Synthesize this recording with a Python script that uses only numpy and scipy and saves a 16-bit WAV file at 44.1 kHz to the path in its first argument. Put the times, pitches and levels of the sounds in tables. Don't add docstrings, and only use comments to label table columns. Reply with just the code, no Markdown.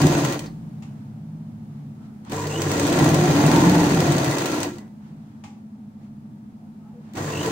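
import sys
import numpy as np
from scipy import signal
from scipy.fft import rfft, irfft, next_fast_len
from scipy.io import wavfile
from scipy.ndimage import uniform_filter1d, minimum_filter1d, map_coordinates

SR = 44100
rng = np.random.default_rng(int(sys.argv[2]) if len(sys.argv) > 2 else 0)


def unload_wav(signal):
    wavfile.write(
        sys.argv[1],
        SR,
        np.round(np.clip(np.atleast_2d(signal).T, -1, 1) * 32767).astype(np.int16),
    )


N = 331191
T = np.arange(N) / SR

# frequency in Hz, left-right correlation.
COHERENCE = [(100, 0.89), (300, 0.79), (600, 0.56), (1200, -0.36), (3000, 0.066), (6000, -0.25),
             (15000, 0.049)]
# frequency in Hz, relative level in dB.
HUM_LOW = [(43.1, -24), (86, -27), (94, -15.5), (111, -7), (128, -6), (145, -1.5), (157, -2), (174, -10)]
# time in seconds, level in dB.
HUM_LOW_ENVELOPE = [(.5, -35.5), (1.0, -37.5), (1.6, -41.5), (1.9, -38.5), (2.2, -42), (4.9, -45.5),
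                    (5.4, -46), (6.2, -44), (6.7, -49), (7.1, -50)]
# frequency in Hz, level in dB.
HUM_HIGH = [(201, -51), (210.4, -43.5), (224, -47), (236, -54), (274, -64)]
# frequency in Hz, relative density in dB.
AIR_SPECTRUM = [(25, -12), (60, -15.5), (100, 6), (185, 4), (255, 7.5), (290, 3.5), (350, -7.5), (500, -14),
                (750, -11), (1050, -18), (1600, -23), (3000, -31), (7000, -35), (16000, -41.5)]
# time in seconds, level in dB.
AIR_ENVELOPE = [(.5, -41.5), (1.2, -45), (2.2, -45), (5.0, -46.5), (5.7, -48.5), (7.1, -47)]
# frequency in Hz, bandwidth in Hz, relative gain in dB.
AIR_MODES = [(370, 14, -3), (645, 18, -7), (900, 19, 2), (1053, 14, -9), (1173, 30, -7), (1320, 20, -7)]

# centre in seconds, half length in seconds, gain in dB.
RUSTLES = [(1.02, 0.083, -67), (1.782, 0.092, -67), (2.046, 0.043, -62), (2.284, 0.032, -50),
           (5.064, 0.055, -63), (5.3, 0.2, -67), (6.045, 0.043, -64), (7.114, 0.1, -60)]
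# start and length in seconds, first and last pitch in Hz, level in dB.
CREAKS = [(1.92, 0.27, 1350, 1330, -65), (6.58, 0.11, 690, 720, -58), (6.79, 0.13, 1260, 1310, -63),
          (6.82, 0.15, 846, 820, -55.5), (6.93, 0.094, 496, 490, -47.5)]
# time in seconds, gain in dB, relative ring gain in dB.
CLICKS = [(.823, -49.5, -10), (5.438, -46, -3.5)]
# frequency in Hz, relative density in dB.
CLICK_SPECTRUM = [(300, -45), (800, 12.5), (1500, -3), (2600, 2), (4000, -6.5), (7000, -5), (8800, -13),
                  (10000, -23), (15000, -25)]
# frequency in Hz, relative level in dB, T60 in seconds.
CLICK_MODES = [(790, 4, 0.5), (836, 7.5, 0.4), (1141, -3, 0.55), (1260, -2, .2), (2120, 0, 0.21),
               (2918, -8, .19), (6740, -2, .15)]

# start and length in seconds, first and last pitch in Hz, gain in dB.
SQUEALS = [(2.36, 0.11, 995, 985, -33), (2.485, .135, 2660, 3110, -36.5), (7.3, .17, 2580, 3120, -36.5),
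           (7.435, .055, 1005, 975, -31)]
# start and end in seconds, gain in dB.
MOTOR_LOADS = [(2.33, 2.899, -30), (7.164, 7.5, -33)]
# multiple of the mains frequency, relative level in dB.
MAINS_ORDERS = [(2, -2.5), (3, -0.5), (6, -10), (9, -3.5)]
# frequency in Hz, relative density in dB.
SIZZLE_SPECTRUM = [(2000, -25), (5000, 0), (7500, 10), (10500, -13), (13000, -12.5), (15000, -5)]
# start and length in seconds, first and last pitch in Hz,
# gain in dB.
GROANS = [(.27, 0.11, 359, 320, -38), (2.52, .14, 325, 334, -28), (2.79, 0.19, 293, 288.7, -21),
          (4.28, 0.48, 309, 285.5, -30), (4.44, 0.29, 1029, 916, -40.5), (4.6, 0.19, 362, 343, -32),
          (7.44, 0.058, 439.4, 455, -27)]
# time in seconds, pitch in Hz, gain in dB.
CHIRPS = [(.15, 7600, -31), (.182, 8350, -30.5), (2.588, 6180, -30.5), (2.719, 7850, -36),
          (2.798, 8130, -28), (2.832, 8200, -30), (2.869, 8130, -31), (2.901, 8400, -37.5),
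          (2.929, 8300, -27), (2.964, 8250, -31.5), (3.018, 8100, -33), (3.457, 2800, -24)]
# time in seconds, pitch in Hz, level in dB, T60 in seconds,
# roughness from 0 to 1.
CLINKS = [(.4605, 4420, -45, .16, .5), (.4605, 4800, -48, .1, .9), (4.245, 2020, -33, .15, .12),
          (4.322, 2030, -28, .14, .12), (4.47, 1385, -33, .25, .15), (4.53, 1350, -35, .28, .15),
          (4.783, 1992, -57.5, .42, .14)]
# time in seconds, peak in dB.
THUMPS = [(.043, -4.5), (2.323, -20.5), (3.012, -11), (3.027, -9.5), (3.077, -6), (3.289, -13), (4.15, -13),
          (4.22, -21), (4.666, -27), (7.163, -25), (7.2, -24), (7.452, -18)]

# time in seconds, turns per second.
RUNS = [
    [(0, 18.73), (.14, 17.12), (.33, 12.44), (.39, 5), (.53, 0)],
    [(2.292, 0), (2.325, 6.78), (2.55, 6.47), (2.75, 12.22), (3.06, 20), (3.22, 17.3), (3.58, 22.14),
     (3.85, 19.92), (4.02, 17.35), (4.3, 14.78), (4.65, 10.14), (4.72, 3), (4.88, 0)],
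    [(7.138, 0), (7.175, 6.6), (7.38, 7.8), (7.51, 10)],
]
FIRST_STROKE_TURNS = [.242, .083, .03]
# turns per second, then knock, clatter and sliding gains in dB.
SPEED_GAINS = [(0, -50, -59.5, -81), (2.6, -36.5, -43.5, -49.5), (6.44, -36, -34, -43),
               (11.3, -26, -29, -35), (15.4, -24, -27, -33), (16.7, -20.5, -25.5, -32.5),
               (23.15, -15, -22.5, -30.5)]
# angle in turns, then knock, clatter and sliding gains in dB.
TURN_EFFORT = [(0, -.5, 0, 0), (.14, 0, -.5, .5), (.23, -4.5, 0, .7), (.4, -1, .7, -.5), (.49, 3.5, .3, 0),
               (.57, .3, -1.5, -.5), (.67, 1, -3, -1.2), (.75, 0, -1, .7), (.83, .7, 2.2, .5),
               (.92, -1.2, 0, -.7)]
# angle in turns, relative level in dB.
CONTACTS = [(.02, -0.5), (.44, 4.5), (.62, 1), (.79, 2)]
# angle in turns, strength in dB over the sliding gain.
TURN_TICKS = [(0, 9.5), (.22, 0), (0.499, 0), (0.729, -2)]
# time in seconds, strength in dB.
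CLACKS = [(0.0178, -13.5), (0.068, -15.5), (.249, -15.5), (0.324, -19.5), (0.392, -20), (0.46, -36),
          (2.25, -45), (2.297, -32), (2.3202, -22), (2.3347, -35), (2.47, -23), (2.6187, -15), (2.716, -17),
          (2.797, -16.5), (2.868, -17.5), (2.9267, -18), (2.9903, -15), (3.0435, -15), (3.09, -15),
          (3.1442, -14), (3.4642, -14.5), (3.515, -15.5), (3.56, -14.5), (3.696, -15), (3.9461, -17.5),
          (4.004, -15.5), (4.1212, -16), (4.182, -17), (4.2453, -15.5), (4.311, -17.5), (4.3838, -15),
          (4.42, -22), (4.458, -16.5), (4.517, -21.5), (4.544, -23), (4.6035, -20), (4.631, -14),
          (4.784, -33.5), (7.1356, -38), (7.154, -34), (7.242, -33), (7.43, -24), (7.4614, -21)]
# frequency in Hz, relative density in dB.
TICK_SPECTRUM = [(400, -21), (1200, 1.5), (2500, 1), (5000, -0.5), (8000, 1), (10500, -10.5), (13000, -17),
                 (15500, -3.5)]
# frequency in Hz, gain in dB, T60 in seconds.
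LOOSE_MODES = [(1966, -24, 0.2), (4290, -22.5, 0.056), (4720, -30, 0.069), (8100, -24, 0.016)]
# frequency in Hz, bandwidth in Hz, gain in dB.
TABLE_MODES = [(35.6, 102, -18.5), (94.6, 7.2, 2.5), (137, 15, 4.5), (171.4, 29.4, 2.5), (214, 75, -3.5),
               (293, 32.5, 6), (355, 22.2, 1.5), (443, 59, -11.5)]
# multiple of the shaft rate, relative drive in dB.
BOOM_ORDERS = [(8, -2.5), (9, -5.5), (16, -11.5), (20, -11.5)]
COASTS = [(.29, .6), (4.32, 5.0)]
# frequency in Hz, bandwidth in Hz, gain in dB.
ARM_MODES = [(444, 82, 3), (574.6, 44, 10.5), (684, 180, -1), (875, 12, 9), (906, 71, 2), (1060, 110, -9.5),
             (1360, 22, -5), (1997, 290, -7)]
# frequency in Hz, relative density in dB.
CLATTER_SPECTRUM = [(200, -21), (350, 2), (500, 1.5), (800, -4), (1150, -3.5), (1600, -13), (2100, -15),
                    (3000, -17.5), (6000, -39)]
# multiple of the shaft rate, relative drive in dB.
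WHINE_ORDERS = [(32, -9.5), (35, -11.5), (41, -8), (42, -7)]
# frequency in Hz, bandwidth in Hz, gain in dB.
WHINE_MODES = [(570, 140, -6.5), (698, 36, 0.5), (903, 71, 1)]
# frequency in Hz, bandwidth in Hz, relative gain in dB.
PLATE_MODES = [(863, 54, 0)]
# frequency in Hz, relative density in dB.
STEEL_SPECTRUM = [(900, -21), (1800, 0.5), (2550, 6.5), (3150, 1.5), (3700, 1), (4300, 3), (4900, -0.5),
                  (5400, -3), (6400, 4.5), (7200, 0), (8400, -3.5), (9500, -13.5), (9950, -5), (10600, -22),
                  (12300, -9.5), (13500, -13), (14800, -10.5), (15700, -8.5)]
# frequency in Hz, bandwidth in Hz, relative gain in dB.
STEEL_MODES = [(1348, 68, 13.5), (1590, 59, 2.5), (1910, 93, 5.5), (2014, 35, 4.5), (2560, 160, -9.5),
               (2760, 27, 5), (3770, 150, -3.5), (4420, 25, -1), (4850, 130, -1.5)]
# frequency in Hz, left minus right in dB.
BALANCE = [(100, 1), (350, -0.5), (700, 0.5), (1300, 1), (1900, 3), (2600, -3.5), (3600, 0), (5000, 3.5),
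           (6300, 7), (7400, 1), (8500, -5), (10500, -2.5), (12300, -1.5), (15000, -0.5)]


def from_db(db):
    return 10 ** (np.asarray(db) / 20)


def rms_one(x):
    return x / np.sqrt(np.mean(x ** 2) + 1e-20)


def evened(x, window_s):
    power = np.mean(np.atleast_2d(x) ** 2, axis=0)
    size = int(window_s * SR)
    running = uniform_filter1d(uniform_filter1d(power, size), size)
    return x / np.sqrt(np.abs(running) + 1e-4 * power.mean())


def envelope(rows):
    return from_db(np.interp(T, *np.transpose(rows)))


def at_hz(points, hz):
    knots_hz, values = np.transpose(points)
    return np.interp(np.log(hz + 1), np.log(knots_hz), values)


def drift(rate_hz):
    knots = rng.standard_normal(int(N / SR * rate_hz) + 3)
    return rms_one(map_coordinates(knots, [T[::20] * rate_hz], order=2, mode="nearest")).repeat(20)[:N]


def colour(x, spectrum, size=4096):
    cepstrum = irfft(np.log(from_db(at_hz(spectrum, np.fft.rfftfreq(size, 1 / SR)))))
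    cepstrum[1:size // 2] *= 2
    cepstrum[size // 2 + 1:] = 0
    response = irfft(np.exp(rfft(cepstrum)))
    return signal.oaconvolve(np.atleast_2d(x), response[None] / np.linalg.norm(response), axes=1)[:, :N]


def resonate(x, modes):
    out = 0
    for k, (hz, width_hz, db) in enumerate(modes):
        radius = np.exp(-np.pi * width_hz / SR)
        gain = (-1) ** k * from_db(db) * (1 - radius ** 2) / 2
        feedback = [1, -2 * radius * np.cos(2 * np.pi * hz / SR), radius ** 2]
        out = out + signal.lfilter([gain, 0, -gain], feedback, x + 1e-18)
    return out


def ring_out(strikes, modes):
    t = T[:SR // 2]
    tone = sum(from_db(db - 60 * t / t60_s) * np.sin(2 * np.pi * hz * t) for hz, db, t60_s in modes)
    return signal.oaconvolve(strikes, tone)[:N]


def impulses(times_s, sizes):
    return np.bincount(np.clip(np.round(times_s * SR).astype(int), 0, N - 1), sizes, N)


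def grains(per_s, spread_db):
    sizes = from_db(spread_db * np.minimum(rng.exponential(1, N), 4))
    return (rng.random(N) < per_s / SR) * sizes * rng.choice([-1, 1], N)


def decay(x, t60_s):
    return signal.lfilter([1], [1, -from_db(-60 / (t60_s * SR))], x + 1e-18)


def glides(rows, roughness):
    out, waver = 0, 1 + roughness * drift(700)
    for start_s, length_s, first_hz, last_hz, db in rows:
        progress = np.clip((T - start_s) / length_s, 0, 1)
        hz = (first_hz + (last_hz - first_hz) * progress) * waver
        out = out + from_db(db) * np.sin(np.pi * progress) * np.sin(2 * np.pi * np.cumsum(hz) / SR)
    return out


def diffuse():
    coherence = np.clip(at_hz(COHERENCE, np.fft.rfftfreq(N, 1 / SR)), -1, 1)
    mid, side = rfft(rng.standard_normal((2, N)))
    return irfft(np.sqrt(1 + coherence) * mid + np.sqrt(1 - coherence) * side * [[1], [-1]], N)


def scattered(hits, t60_s, rise_s=.001):
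    power = decay(hits ** 2, t60_s / 2) * (1 - from_db(-120 / (t60_s * SR)))
    return np.sqrt(np.abs(uniform_filter1d(power, int(rise_s * SR) + 1))) * rms_one(diffuse())


def room(hits, direct_db, near_db, far_db, near_t60_s=0.15, far_t60_s=0.39):
    near = from_db(near_db) * scattered(hits, near_t60_s)
    far = from_db(far_db) * scattered(hits, far_t60_s)
    return from_db(direct_db) * hits + near + far


def hum_line(hz, waver_hz, flutter_db):
    phase = 2 * np.pi * (np.cumsum(hz + waver_hz * drift(5)) / SR + rng.random())
    return np.sqrt(2) * np.sin(phase) * from_db(flutter_db * drift(3.87))


def background():
    low = rms_one(sum(from_db(db) * hum_line(hz, waver_hz=1.164, flutter_db=4.5) for hz, db in HUM_LOW))
    high = sum(from_db(db) * hum_line(hz, waver_hz=0.31, flutter_db=1.6) for hz, db in HUM_HIGH)
    air = envelope(AIR_ENVELOPE) * rms_one(colour(diffuse(), AIR_SPECTRUM))
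    ring = from_db(-68) * rms_one(resonate(diffuse(), AIR_MODES))
    return envelope(HUM_LOW_ENVELOPE) * low + high + ring + air


def cloth():
    swell = sum(from_db(db) * np.exp(-((T - centre_s) / half_s) ** 2) for centre_s, half_s, db in RUSTLES)
    return swell * colour(diffuse(), [(300, -4), (900, 9.0), (2500, -3.5), (7000, -12.5), (15000, -37)])


def creaks():
    return glides(CREAKS, roughness=0.08)


def clicks():
    times_s, db, ring_db = np.transpose(CLICKS)
    chatter = decay(impulses(times_s, from_db(db)), t60_s=0.11) * rms_one(grains(4000, spread_db=1.5))
    snap = room(chatter, direct_db=-26, near_db=3.5, far_db=4.5, near_t60_s=0.023)
    ring = ring_out(impulses(times_s, from_db(db + ring_db)), CLICK_MODES)
    return colour(snap, CLICK_SPECTRUM) + from_db(-6) * ring


def squeals(pulse_hz=50.47, rasp_db=-11):
    slip = sum(from_db(db) * np.sin(np.pi * np.clip((T - start_s) / length_s, 0, 1))
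               for start_s, length_s, _, _, db in SQUEALS)
    rasp = from_db(rasp_db) * slip * rms_one(colour(diffuse(), STEEL_SPECTRUM))
    pulse = 1 + 0.65 * np.sin(2 * np.pi * pulse_hz * T)
    return (glides(SQUEALS, roughness=0.04) + rasp) * pulse * from_db(2 * drift(300))


def motor(mains_hz=49.8, shake_rad=.09, sizzle_db=-11):
    load = sum(from_db(db) * ((T > on_s) & (T < off_s)) for on_s, off_s, db in MOTOR_LOADS)
    phase = 2 * np.pi * np.cumsum(mains_hz + .5 * drift(11)) / SR
    buzz = sum(from_db(db + 2 * drift(25)) * np.sin(order * (phase + shake_rad * drift(70)))
               for order, db in MAINS_ORDERS)
    sizzle = rms_one(colour(scattered(grains(500, spread_db=1.5), t60_s=0.032), SIZZLE_SPECTRUM))
    return uniform_filter1d(load, SR // 30) * (buzz + from_db(sizzle_db) * sizzle)


def run_hz(run):
    return np.interp(T, *np.transpose(run), left=0, right=0)


def shaft_hz():
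    return sum(run_hz(run) for run in RUNS)


def shaft_rad():
    return 2 * np.pi * np.cumsum(shaft_hz()) / SR


def run_gains(load_db=1.8, knee_hz_per_s=62):
    speed_hz = shaft_hz()
    load = np.tanh(uniform_filter1d(np.gradient(speed_hz) * SR, SR // 20) / knee_hz_per_s)
    knots_hz, *layers_db = np.transpose(SPEED_GAINS)
    return [(speed_hz > 0) * from_db(np.interp(speed_hz, knots_hz, db) + load_db * load)
            for db in layers_db]


def turn_effort():
    turns = sum((run_hz(run) > 0) * (np.cumsum(run_hz(run)) / SR - first)
                for run, first in zip(RUNS, FIRST_STROKE_TURNS))
    angles, *layers_db = np.transpose(TURN_EFFORT)
    return [from_db(np.interp(turns, angles, db, period=1)) for db in layers_db]


def each_turn(angles_turns, levels_db, jitter_s, uneven_db):
    out = 0
    for run, first in zip(RUNS, FIRST_STROKE_TURNS):
        turns = np.cumsum(run_hz(run)) / SR
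        hit_turns = first + np.arange(-1, turns[-1])[:, None] + np.asarray(angles_turns)
        times_s = np.interp(hit_turns, turns, T) + jitter_s * rng.standard_normal(hit_turns.shape)
        sizes = from_db(np.asarray(levels_db) + uneven_db * rng.standard_normal(hit_turns.shape))
        signed = sizes * (-1) ** np.arange(len(angles_turns))
        reached = (hit_turns > 0) & (hit_turns < turns[-1])
        out = out + impulses(times_s[reached], signed[reached])
    return out


def groans(throb_depth=0.59):
    return glides(GROANS, roughness=0.0089) * (1 + throb_depth * np.sin(2 * shaft_rad()))


def chirps(length_s=0.0055):
    rows = [(time_s - length_s / 2, length_s, hz, hz, db) for time_s, hz, db in CHIRPS]
    return glides(rows, roughness=0.022) * from_db([[-4], [2]])


def clinks():
    out, chatter = 0, drift(900)
    for time_s, hz, db, t60_s, roughness in CLINKS:
        tail = decay(impulses(np.array([time_s]), from_db([db])), t60_s)
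        out = out + tail * np.sin(2 * np.pi * (hz * T + roughness * chatter / 2))
    return out


def thumps():
    blow = resonate(impulses(np.zeros(1), np.ones(1)), TABLE_MODES)[:SR // 2]
    times_s, db = np.transpose(THUMPS)
    return signal.oaconvolve(impulses(times_s, from_db(db)), blow / np.abs(blow).max())[:N]


def boom(knock_gain, lag_s=.11):
    speed_hz = np.interp(T - lag_s, T, shaft_hz())
    gain = np.interp(T - lag_s, T, knock_gain)
    phase = 2 * np.pi * np.cumsum(speed_hz) / SR
    drone = sum(from_db(db + 4.1 * drift(22.02)) * np.sin(order * phase + 0.54 * drift(18))
                for order, db in BOOM_ORDERS)
    return resonate(gain * speed_hz / speed_hz.max() * drone, TABLE_MODES)


def coasting(table, bass_db=-7.5, below_hz=189):
    drive_off = uniform_filter1d(sum(1. * ((T > start) & (T < end)) for start, end in COASTS), SR // 25)
    bass = signal.sosfiltfilt(signal.butter(3, below_hz, fs=SR, output="sos"), table)
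    return table + (from_db(bass_db * drive_off) - 1) * bass


def table_knock(blows, joints, rolling, gain):
    shake = blows + from_db(-4.5) * joints + from_db(2.5) * rolling
    table = resonate(room(shake, direct_db=3, near_db=-11.5, far_db=-5.5), TABLE_MODES)
    return coasting(gain * evened(table, window_s=0.017) + boom(gain))


def whine(clatter_gain):
    phase = shaft_rad()
    tones = sum(from_db(db + 3 * drift(30)) * np.sin(order * phase + 1.1 * drift(55))
                for order, db in WHINE_ORDERS)
    return resonate(np.sqrt(2) * clatter_gain * tones, WHINE_MODES)


def plate_buzz(rattle, top_db=-43.5, fall_db_per_hz=7.5):
    speed_hz = shaft_hz()
    gain = from_db(top_db - fall_db_per_hz * (speed_hz.max() - speed_hz))
    return gain * evened(resonate(rattle, PLATE_MODES), window_s=0.16)


def arm_clatter(rattle, gain):
    clatter = rms_one(colour(rattle, CLATTER_SPECTRUM))
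    ring = from_db(0.5) * rms_one(resonate(rattle, ARM_MODES))
    return from_db(0.92) * gain * evened(clatter + ring, window_s=0.037)


def sliding_steel(joints, gain):
    scrape = rms_one(grains(2400, spread_db=-3)) + from_db(-14) * joints
    spray = room(scrape, direct_db=-10.5, near_db=5, far_db=-22, near_t60_s=0.018)
    hiss = rms_one(colour(spray, STEEL_SPECTRUM))
    ring = from_db(-6.5) * rms_one(resonate(spray, STEEL_MODES))
    return from_db(0.4) * gain * evened(hiss + ring, window_s=0.055)


def linkage(joint_count=22):
    knock_gain, clatter_gain, slide_gain = run_gains()
    blows = rms_one(each_turn(*np.transpose(CONTACTS), jitter_s=0.00021, uneven_db=3.5))
    joint_turns = (np.arange(joint_count) + rng.random(joint_count)) / joint_count
    joint_db = rng.normal(0, 1.2, joint_count)
    joints = rms_one(each_turn(joint_turns, joint_db, jitter_s=.0001, uneven_db=5.5))
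    rolling = rms_one(grains(1500, spread_db=-3.5))
    table = table_knock(blows, joints, rolling, knock_gain)
    shake = from_db(-13) * blows + joints + from_db(-1.5) * rolling
    rattle = room(shake, direct_db=-2.5, near_db=-1.5, far_db=-3, near_t60_s=0.088)
    clatter = arm_clatter(rattle, clatter_gain)
    steel = sliding_steel(joints, slide_gain)
    arm = clatter + whine(clatter_gain) + plate_buzz(rattle)
    knock_swell, clatter_swell, slide_swell = turn_effort()
    return knock_swell * table + clatter_swell * arm + slide_swell * steel


def ticks():
    slide_gain = run_gains()[-1]
    times_s, db = np.transpose(CLACKS)
    clacks = impulses(times_s, from_db(db))
    regular = slide_gain * each_turn(*np.transpose(TURN_TICKS), jitter_s=0.00038, uneven_db=0.5)
    strikes = clacks + regular * minimum_filter1d(1. * (clacks == 0), SR // 40)
    slack = from_db(3) * slide_gain * grains(per_s=25, spread_db=0.7)
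    crack = room(strikes + slack, direct_db=-28, near_db=13.5, far_db=4, near_t60_s=0.018)
    loose_parts = ring_out(strikes, LOOSE_MODES) * from_db([[-4], [2]])
    return colour(crack, TICK_SPECTRUM) + from_db(2.5) * resonate(crack, ARM_MODES) + loose_parts


def housing(x, ring_db=-5.5, t60_s=.09, above_hz=950):
    t = T[:SR // 10]
    highpass = signal.butter(2, above_hz, "high", fs=SR, output="sos")
    ring = signal.sosfilt(highpass, rng.standard_normal((2, len(t)))) * from_db(-60 * t / t60_s)
    ring = ring / np.linalg.norm(ring, axis=1, keepdims=True)
    return x + from_db(ring_db) * signal.oaconvolve(x, ring, axes=1)[:, :N]


def sewing_machine():
    size = next_fast_len(N + SR // 10)
    balance_db = at_hz(BALANCE, np.fft.rfftfreq(size, 1 / SR)) * np.array([[.5], [-.5]])
    spectrum = rfft(housing(linkage() + ticks()), size)
    return irfft(spectrum * from_db(balance_db), size)[:, :N]


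def scene():
    sewing = sewing_machine()
    handling = clicks() + cloth() + creaks()
    return sewing + thumps() + groans() + chirps() + clinks() + motor() + squeals() + handling + background()


def record(dry):
    cutoff_hz = 15750
    return signal.sosfilt(signal.ellip(12, .1, 80, cutoff_hz, fs=SR, output="sos"), dry)


dry = scene()
out = record(dry)
unload_wav(out)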